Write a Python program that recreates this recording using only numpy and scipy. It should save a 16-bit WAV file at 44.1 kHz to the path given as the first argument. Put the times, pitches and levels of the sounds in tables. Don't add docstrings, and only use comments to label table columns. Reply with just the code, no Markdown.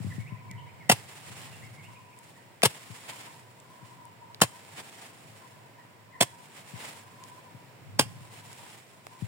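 import sys
import numpy as np
from scipy import signal
from scipy.fft import rfft, irfft
from scipy.io import wavfile
from scipy.ndimage import uniform_filter1d

SR = 44100
rng = np.random.default_rng(int(sys.argv[2]) if len(sys.argv) > 2 else 0)


def dump_mix(stems):
    frames = np.atleast_2d(stems).T
    limited = np.clip(frames, -1, 1)
    pcm = np.round(limited * 32767).astype(np.int16)
    wavfile.write(sys.argv[1], SR, pcm)


N = 408807
T = np.arange(N) / SR
FFT_SIZE = 2 ** 19
HZ = np.maximum(np.arange(FFT_SIZE // 2 + 1) * SR / FFT_SIZE, 1)

# frequency in Hz, relative level in dB.
FIELD_SPECTRUM = [(60, -29), (110, -1), (170, -3), (300, -7.5), (700, -8), (1300, -15.5), (2000, -14),
                  (2800, -18.5), (4000, -24.5), (8500, -27), (11000, -34.5), (15000, -28.5)]
# centre in seconds, relative level in dB.
WHINE_SWELLS = [(.55, -54), (2.08, -56), (3.25, -54.5), (4.018, -53.5), (4.5, -58.5), (5.6, -61),
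                (6.22, -55.5), (6.85, -61), (7.382, -55), (8.45, -55.5), (9.2, -59)]
# centre in seconds, pitch in Hz, glide in octaves, relative level in dB.
BIRD_NOTES = [(.123, 1984, -0.18, -41), (.213, 2200, 0.02, -46), (.276, 2394, 0.52, -45.5),
              (.375, 2110, 0.72, -53), (.514, 2076, -0.37, -44), (.594, 2890, -0.06, -50.5),
              (.68, 2240, 0.63, -50), (.823, 2145, -0.29, -45.5), (1.542, 2740, 0.11, -48),
              (1.637, 2080, .28, -46), (1.79, 2176, -0.02, -46.5), (1.856, 2770, .08, -48.5),
              (1.965, 2340, .24, -51), (2.13, 2340, 0.2, -55), (2.376, 1950, .07, -54),
              (5.8, 1900, -0.06, -52.5), (6.147, 1990, -.12, -47)]
# start in seconds, relative level in dB.
PHONE_BUMPS = [(.002, -25.5), (.045, -20.5), (.066, -23), (.181, -21.5), (.32, -25.5), (.51, -35),
               (1.302, -36), (2.9, -32), (3.825, -37.5), (6.735, -29.5), (7.545, -36), (9.221, -20)]
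# centre in seconds, half length in seconds, relative level in dB.
GRIP_SHIFTS = [(.03, 0.23, -37), (.66, 0.34, -46.5), (1.65, .3, -48), (8.08, 0.23, -41.5)]
# start in seconds, relative level in dB, centre in Hz.
SMALL_TICKS = [(0.513, -30, 6200), (2.189, -35.5, 8000), (2.62, -16, 1786), (3.601, -40.5, 7200),
               (4.053, -39.5, 9000), (4.346, -30.5, 4000), (4.404, -23.5, 1020), (7.238, -30.5, 5500),
               (8.53, -32, 8000), (9.068, -22.5, 677)]
# centre in seconds, relative level in dB.
FOOTSTEPS = [(.09, -57), (1.85, -67), (2.28, -63), (3.84, -63.5), (5.42, -64.5), (7.3, -64.5), (9.2, -59)]
# time to empty in seconds, first and last relative flow in dB.
CUP_LIFTS = [(0.61, -52, -54.5), (0.6, -55, -52.5), (0.62, -59, -53), (0.68, -66.5, -51),
             (0.74, -63.5, -54.5)]
# centre in seconds, half length in seconds, relative level in dB.
SOIL_SPILLS = [(1.41, 0.11, -55.5), (3.105, 0.033, -47), (3.25, 0.05, -52.5), (4.789, 0.021, -42.5),
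               (6.576, 0.038, -55), (6.818, 0.048, -45), (8.385, 0.022, -52)]
# frequency in Hz, relative level in dB.
EARTH_SPECTRUM = [(250, -2), (500, -5), (900, -0.5), (1400, -7.5), (2000, -2), (3200, -6), (4500, -10.5),
                  (8500, -7.5), (11000, -15.5), (15000, -18)]
# frequency in Hz, relative level in dB.
FILM_SPECTRUM = [(60, -25), (130, -6), (280, -3.5), (420, -4.5), (700, -1.5), (1100, -2.5), (1800, -3.5),
                 (3000, -8.5), (4200, -6.5), (7000, -5.5), (9500, -10), (12000, -7), (15500, -15.5)]
# frequency in Hz, T60 in seconds, relative level in dB.
CUP_MODES = [(570.6, 0.037, -13.5), (734, 0.031, -15), (1128, 0.024, -16), (1710, 0.043, -25),
             (2800, .025, -18.5)]
# peak in seconds, crack in dB, taut film in Hz,
# soil thump in Hz, hollow knock in Hz, knock in dB, wait until seating in seconds, seating in dB,
# seating fade in seconds, tooth snaps in dB, left minus right in dB.
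CUP_BLOWS = [(.8988, -10, 1990, 235, 730, -12, 0.022, -21, 0.0066, -8, 2),
             (2.6347, -14, 2700, 205, 678, -13, 0.022, -21, 0.0065, -4.5, 3.5),
             (4.4188, -11, 7050, 190, 790, -14.5, 0.013, -22.5, 0.0079, -14.5, 1.5),
             (6.211, -14, 3220, 264, 664, -22.5, 0.016, -27.5, 0.0038, -9, -1),
             (7.9954, -13, 4700, 254.5, 544, -21.5, 0.013, -29, 0.015, -16.5, 0)]
# centre in Hz, width in Hz, gain in dB.
LEFT_PORT_EQ = [(1140, 140, 1.5), (3280, 500, 2.5), (7400, 2100, -6), (9330, 800, 10)]
RIGHT_PORT_EQ = [(1270, 140, -9.5), (2954, 400, 7), (4220, 380, -11.5), (8350, 410, 11.5),
                 (12000, 3000, -11.5)]
# centre in Hz, width in Hz, left minus right in dB.
AMBIENT_BALANCE = [(965, 200, 4.5), (2200, 1500, -3), (8320, 1400, -6.5), (9400, 1100, 10),
                   (14500, 2000, 3)]
# centre in Hz, width in Hz, gain in dB.
INLET_NOTCHES = [(6206, 310, -8), (12240, 380, -9)]


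def undb(db):
    return 10 ** (np.asarray(db) / 20)


def shape(x, db):
    cepstrum = irfft(np.log(undb(db)))
    cepstrum[1:FFT_SIZE // 2] *= 2
    cepstrum[FFT_SIZE // 2 + 1:] = 0
    return irfft(rfft(x, FFT_SIZE) * np.exp(rfft(cepstrum)))[..., :N]


def colour(x, points):
    hz, db = np.transpose(points)
    db = np.interp(np.log(HZ), np.log(hz), db)
    return shape(x, db - 10 * np.log10(np.mean(undb(db) ** 2)))


def bells_db(rows):
    return sum(db * np.exp(-((HZ - hz) / width_hz) ** 2) for hz, width_hz, db in rows)


def cut(x, hz, kind, order=2):
    return signal.sosfilt(signal.butter(order, hz, kind, fs=SR, output="sos"), x)


def convolve(x, response):
    return signal.fftconvolve(np.atleast_2d(x), np.atleast_2d(response), axes=1)[:, :N]


def fade(t60_s):
    return undb(-60 * T[:SR] / t60_s)


def ring(hz, t60_s):
    return np.sin(2 * np.pi * hz * T[:SR]) * fade(t60_s)


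def thud(age_s, hz, cycles):
    rise = np.maximum(1 + age_s * hz / cycles, 0)
    return rise * np.exp(1 - rise) * np.sin(2 * np.pi * cycles * rise)


def impulses(rows):
    out = np.zeros(N)
    for start_s, db in rows:
        out[max(int(start_s * SR), 0)] += undb(db)
    return out


def swells(rows):
    return sum(undb(db) * np.exp(-((T - centre_s) / half_s) ** 2) for centre_s, half_s, db in rows)


def walk(rate_hz):
    hold = int(SR / rate_hz)
    held = rng.standard_normal(N // 100)[np.arange(N) // hold]
    return uniform_filter1d(uniform_filter1d(held, hold), hold) * 4 / 3


def grains(spread_db, size=N):
    x = rng.standard_normal(size) * undb(spread_db * np.clip(rng.standard_normal(size), -2.5, 2.5))
    return x / x.std()


def stereo(mid, side, alike_hz):
    side = cut(side, alike_hz, "highpass", order=1)
    return np.array([mid + side, mid - side]) / np.sqrt(2)


def scatter(t60_s):
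    return rng.standard_normal((2, SR)) * fade(t60_s) / np.linalg.norm(fade(t60_s))


def field_wash(level_db=-54, drift_db=1.2):
    wash = colour(stereo(*rng.standard_normal((2, N)), alike_hz=596), FIELD_SPECTRUM)
    return wash * undb(level_db + drift_db * walk(rate_hz=2.7))


def far_whine(centre_hz=983, sag_hz_per_s=110, width_hz=52, half_s=0.29, floor_db=-64, gain_db=-5):
    gains = np.array([swells([(centre_s, half_s, db)]) for centre_s, db in WHINE_SWELLS])
    strongest_s = np.array(WHINE_SWELLS)[gains.argmax(axis=0), 0]
    hz = centre_hz - sag_hz_per_s * (T - strongest_s)
    noise = rng.standard_normal((2, N)) + 1j * rng.standard_normal((2, N))
    baseband = cut(noise, width_hz, "lowpass", order=3)
    whine = np.real(baseband * np.exp(2j * np.pi * np.cumsum(hz) / SR))
    flutter_db = 3.5 * walk(rate_hz=40)
    return whine / whine.std() * (undb(floor_db) + gains.sum(axis=0)) * undb(gain_db + flutter_db)


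def bird(note_s=0.056, rasp=0.0455, gain_db=-4, echo_t60_s=0.88):
    song = np.zeros(N)
    waver = 1 + rasp * walk(rate_hz=400)
    for centre_s, pitch_hz, glide_oct, db in BIRD_NOTES:
        span = int((centre_s - note_s / 2) * SR) + np.arange(int(note_s * SR))
        hz = pitch_hz * 2 ** (glide_oct * np.linspace(-.5, .5, len(span))) * waver[span]
        envelope = undb(db + gain_db) * np.sqrt(np.hanning(len(span)))
        song[span] += envelope * np.sin(2 * np.pi * np.cumsum(hz) / SR)
    return song + convolve(song, scatter(echo_t60_s))


def handling(left_hz=118, right_hz=132, t60_s=0.11, rest_db=-57, rumble_gain_db=-2):
    overtone = undb(-1) * ring(hz=168, t60_s=0.071)
    body = [undb(-0.5) * (ring(left_hz, t60_s) + overtone), undb(-9.5) * ring(right_hz, t60_s)]
    bumps = cut(convolve(impulses(PHONE_BUMPS), body), 380, "lowpass")
    noise = stereo(*rng.standard_normal((2, N)), alike_hz=110)
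    rumble = colour(noise, [(50, -19.5), (105, 3), (135, 0), (200, -12.5), (400, -35), (1500, -69.5)])
    grip = undb(rest_db) + swells(GRIP_SHIFTS)
    return bumps + rumble * grip * undb(rumble_gain_db + 1.7 * walk(rate_hz=14))


def small_ticks(t60_s=0.0087, gain_db=-6, broadband_db=-13, q=2.5):
    out, size = np.zeros((2, N)), SR // 10
    for start_s, db, hz in SMALL_TICKS:
        noise = rng.standard_normal((2, size))
        tone = signal.lfilter(*signal.iirpeak(hz, q, fs=SR), noise)
        burst = (tone / tone.std() + undb(broadband_db) * noise) * fade(t60_s)[:size]
        start = int(start_s * SR)
        out[:, start:start + size] += undb(db + gain_db) * burst
    return out


def earth_flow_db(rest_db=-74.5, step_half_s=0.15, settle_db_per_s=61):
    gain = undb(rest_db) + swells([(centre_s, step_half_s, db) for centre_s, db in FOOTSTEPS])
    for (blow_s, *_), (empty_s, first_db, last_db) in zip(CUP_BLOWS, CUP_LIFTS):
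        pour_db = np.interp(T - blow_s, [0, empty_s], [first_db, last_db])
        settle_db = settle_db_per_s * np.maximum(T - blow_s - empty_s, 0)
        gain += (T > blow_s) * undb(pour_db - settle_db)
    return 20 * np.log10(gain)


def sliding_earth(split_hz=4500, coarse_db=4, fine_db=3, coarsening=0.14, spill_db=1):
    flow_db = earth_flow_db()
    clicks = stereo(grains(spread_db=5.5), grains(spread_db=5.5), alike_hz=800)
    patter = colour(clicks, EARTH_SPECTRUM) * undb(2.2 * walk(rate_hz=70))
    spills = undb(spill_db) * swells(SOIL_SPILLS)
    coarse = undb(flow_db + coarse_db + coarsening * (flow_db - flow_db.max())) + spills
    fine = undb(flow_db + fine_db) + undb(-4.5) * spills
    rustle = cut(patter, split_hz, "lowpass", order=3) * coarse
    hiss = cut(patter, split_hz, "highpass", order=3) * fine
    return rustle + hiss


def falling_crumbs(per_s=60, over_flow_db=19, uneven_db=4, t60_s=.005, highpass_hz=900):
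    falls = rng.random(N) < per_s / SR
    size_db = uneven_db * np.clip(rng.standard_normal((2, N)), -2, 2)
    hits = falls * undb(over_flow_db + earth_flow_db() + size_db)
    tap = colour(scatter(t60_s), EARTH_SPECTRUM)[:, :SR]
    return cut(convolve(hits, tap), highpass_hz, "highpass")


def ground_echoes(direct, near_db=-7, near_t60_s=0.053, far_db=-24, far_t60_s=0.37):
    out = np.zeros((2, N))
    bright = cut(direct, 1000, "highpass", order=1)
    for blow_s, *_ in CUP_BLOWS:
        start = int(blow_s * SR) - SR // 10
        echoes = undb(near_db) * scatter(near_t60_s) + undb(far_db) * scatter(far_t60_s)
        out[:, start:start + SR] += convolve(bright[start:start + SR // 2], echoes)[:, :SR]
    return out


def tooth_snaps(centre_s, db, count=5, gap_s=.0024, slip_s=.0002, uneven_db=2.5):
    times_s = centre_s + gap_s * (np.arange(count) - (count - 1) / 2)
    jitter = rng.standard_normal((count, 2))
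    return [(at_s + slip_s * late, db + uneven_db * size) for at_s, (late, size) in zip(times_s, jitter)]


def stroke(age_s, db, rise_s, fade_s, film_hz, soil_hz, soil_db, air_hz, air_db, hold_s=0.0023):
    release = (np.hypot(age_s, hold_s) - hold_s) / fade_s
    strain = undb(db) * np.exp(-np.where(age_s < 0, (age_s / rise_s) ** 2, release))
    crackle = strain * grains(spread_db=1.4, size=len(age_s))
    film_tone = undb(-1) * signal.lfilter(*signal.iirpeak(film_hz, Q=5.2, fs=SR), crackle)
    thump = undb(soil_db) * thud(age_s, soil_hz, cycles=0.64)
    knock = undb(air_db) * thud(age_s, air_hz, cycles=1.215)
    return crackle + film_tone, thump + knock


def blows(lead_s=.03, first_snap_db=7):
    layers, snaps = np.zeros((2, N)), []
    age_s = T[:SR // 6] - lead_s
    for bite_s, db, film_hz, soil_hz, air_hz, air_db, wait_s, seat_db, fade_s, teeth_db, _ in CUP_BLOWS:
        bite = stroke(age_s, db, rise_s=.0038, fade_s=.0033, film_hz=film_hz,
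                      soil_hz=soil_hz, soil_db=db - 5.5, air_hz=air_hz, air_db=air_db)
        seat = stroke(age_s, seat_db, rise_s=0.64 * wait_s, fade_s=fade_s, film_hz=2700,
                      soil_hz=129, soil_db=seat_db - 2, air_hz=833, air_db=teeth_db - 21.5)
        for peak_s, push in (bite_s, bite), (bite_s + wait_s, seat):
            start = int((peak_s - lead_s) * SR)
            layers[:, start:start + len(age_s)] += push
        snaps += [(bite_s, db + first_snap_db)] + tooth_snaps(bite_s + wait_s, teeth_db)
    return *layers, impulses(snaps)


def cup_punch(snap_db=8, ring_db=-14, left_lag_s=0.00012):
    crackle, thumps, snaps = blows()
    crack = colour(crackle + undb(snap_db) * snaps, FILM_SPECTRUM)
    cup = sum(undb(db) * ring(hz, t60_s) / np.linalg.norm(ring(hz, t60_s)) for hz, t60_s, db in CUP_MODES)
    direct = thumps + crack + undb(ring_db) * convolve(crack, cup)[0]
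    left, right = direct + ground_echoes(direct)
    left = np.interp(T - left_lag_s, T, left)
    ports = np.array([shape(left, bells_db(LEFT_PORT_EQ)), shape(right, bells_db(RIGHT_PORT_EQ))])
    pan_db = np.interp(T, [row[0] for row in CUP_BLOWS], [row[-1] for row in CUP_BLOWS])
    return ports * undb(np.array([pan_db, -pan_db]) / 2)


def scene():
    left, right = sliding_earth() + falling_crumbs() + small_ticks() + bird() + field_wash() + far_whine()
    balance_db = bells_db(AMBIENT_BALANCE) / 2
    ambient = np.array([shape(left, balance_db), shape(right, -balance_db)])
    return cup_punch() + handling() + ambient


def record(dry, highpass_hz=94, lowpass_hz=15900):
    clipped = np.clip(shape(dry, bells_db(INLET_NOTCHES)), -1, 1)
    thinned = cut(clipped, highpass_hz, "highpass", order=9)
    return signal.sosfilt(signal.ellip(10, .2, 80, lowpass_hz, fs=SR, output="sos"), thinned)


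dry = scene()
out = record(dry)
dump_mix(out)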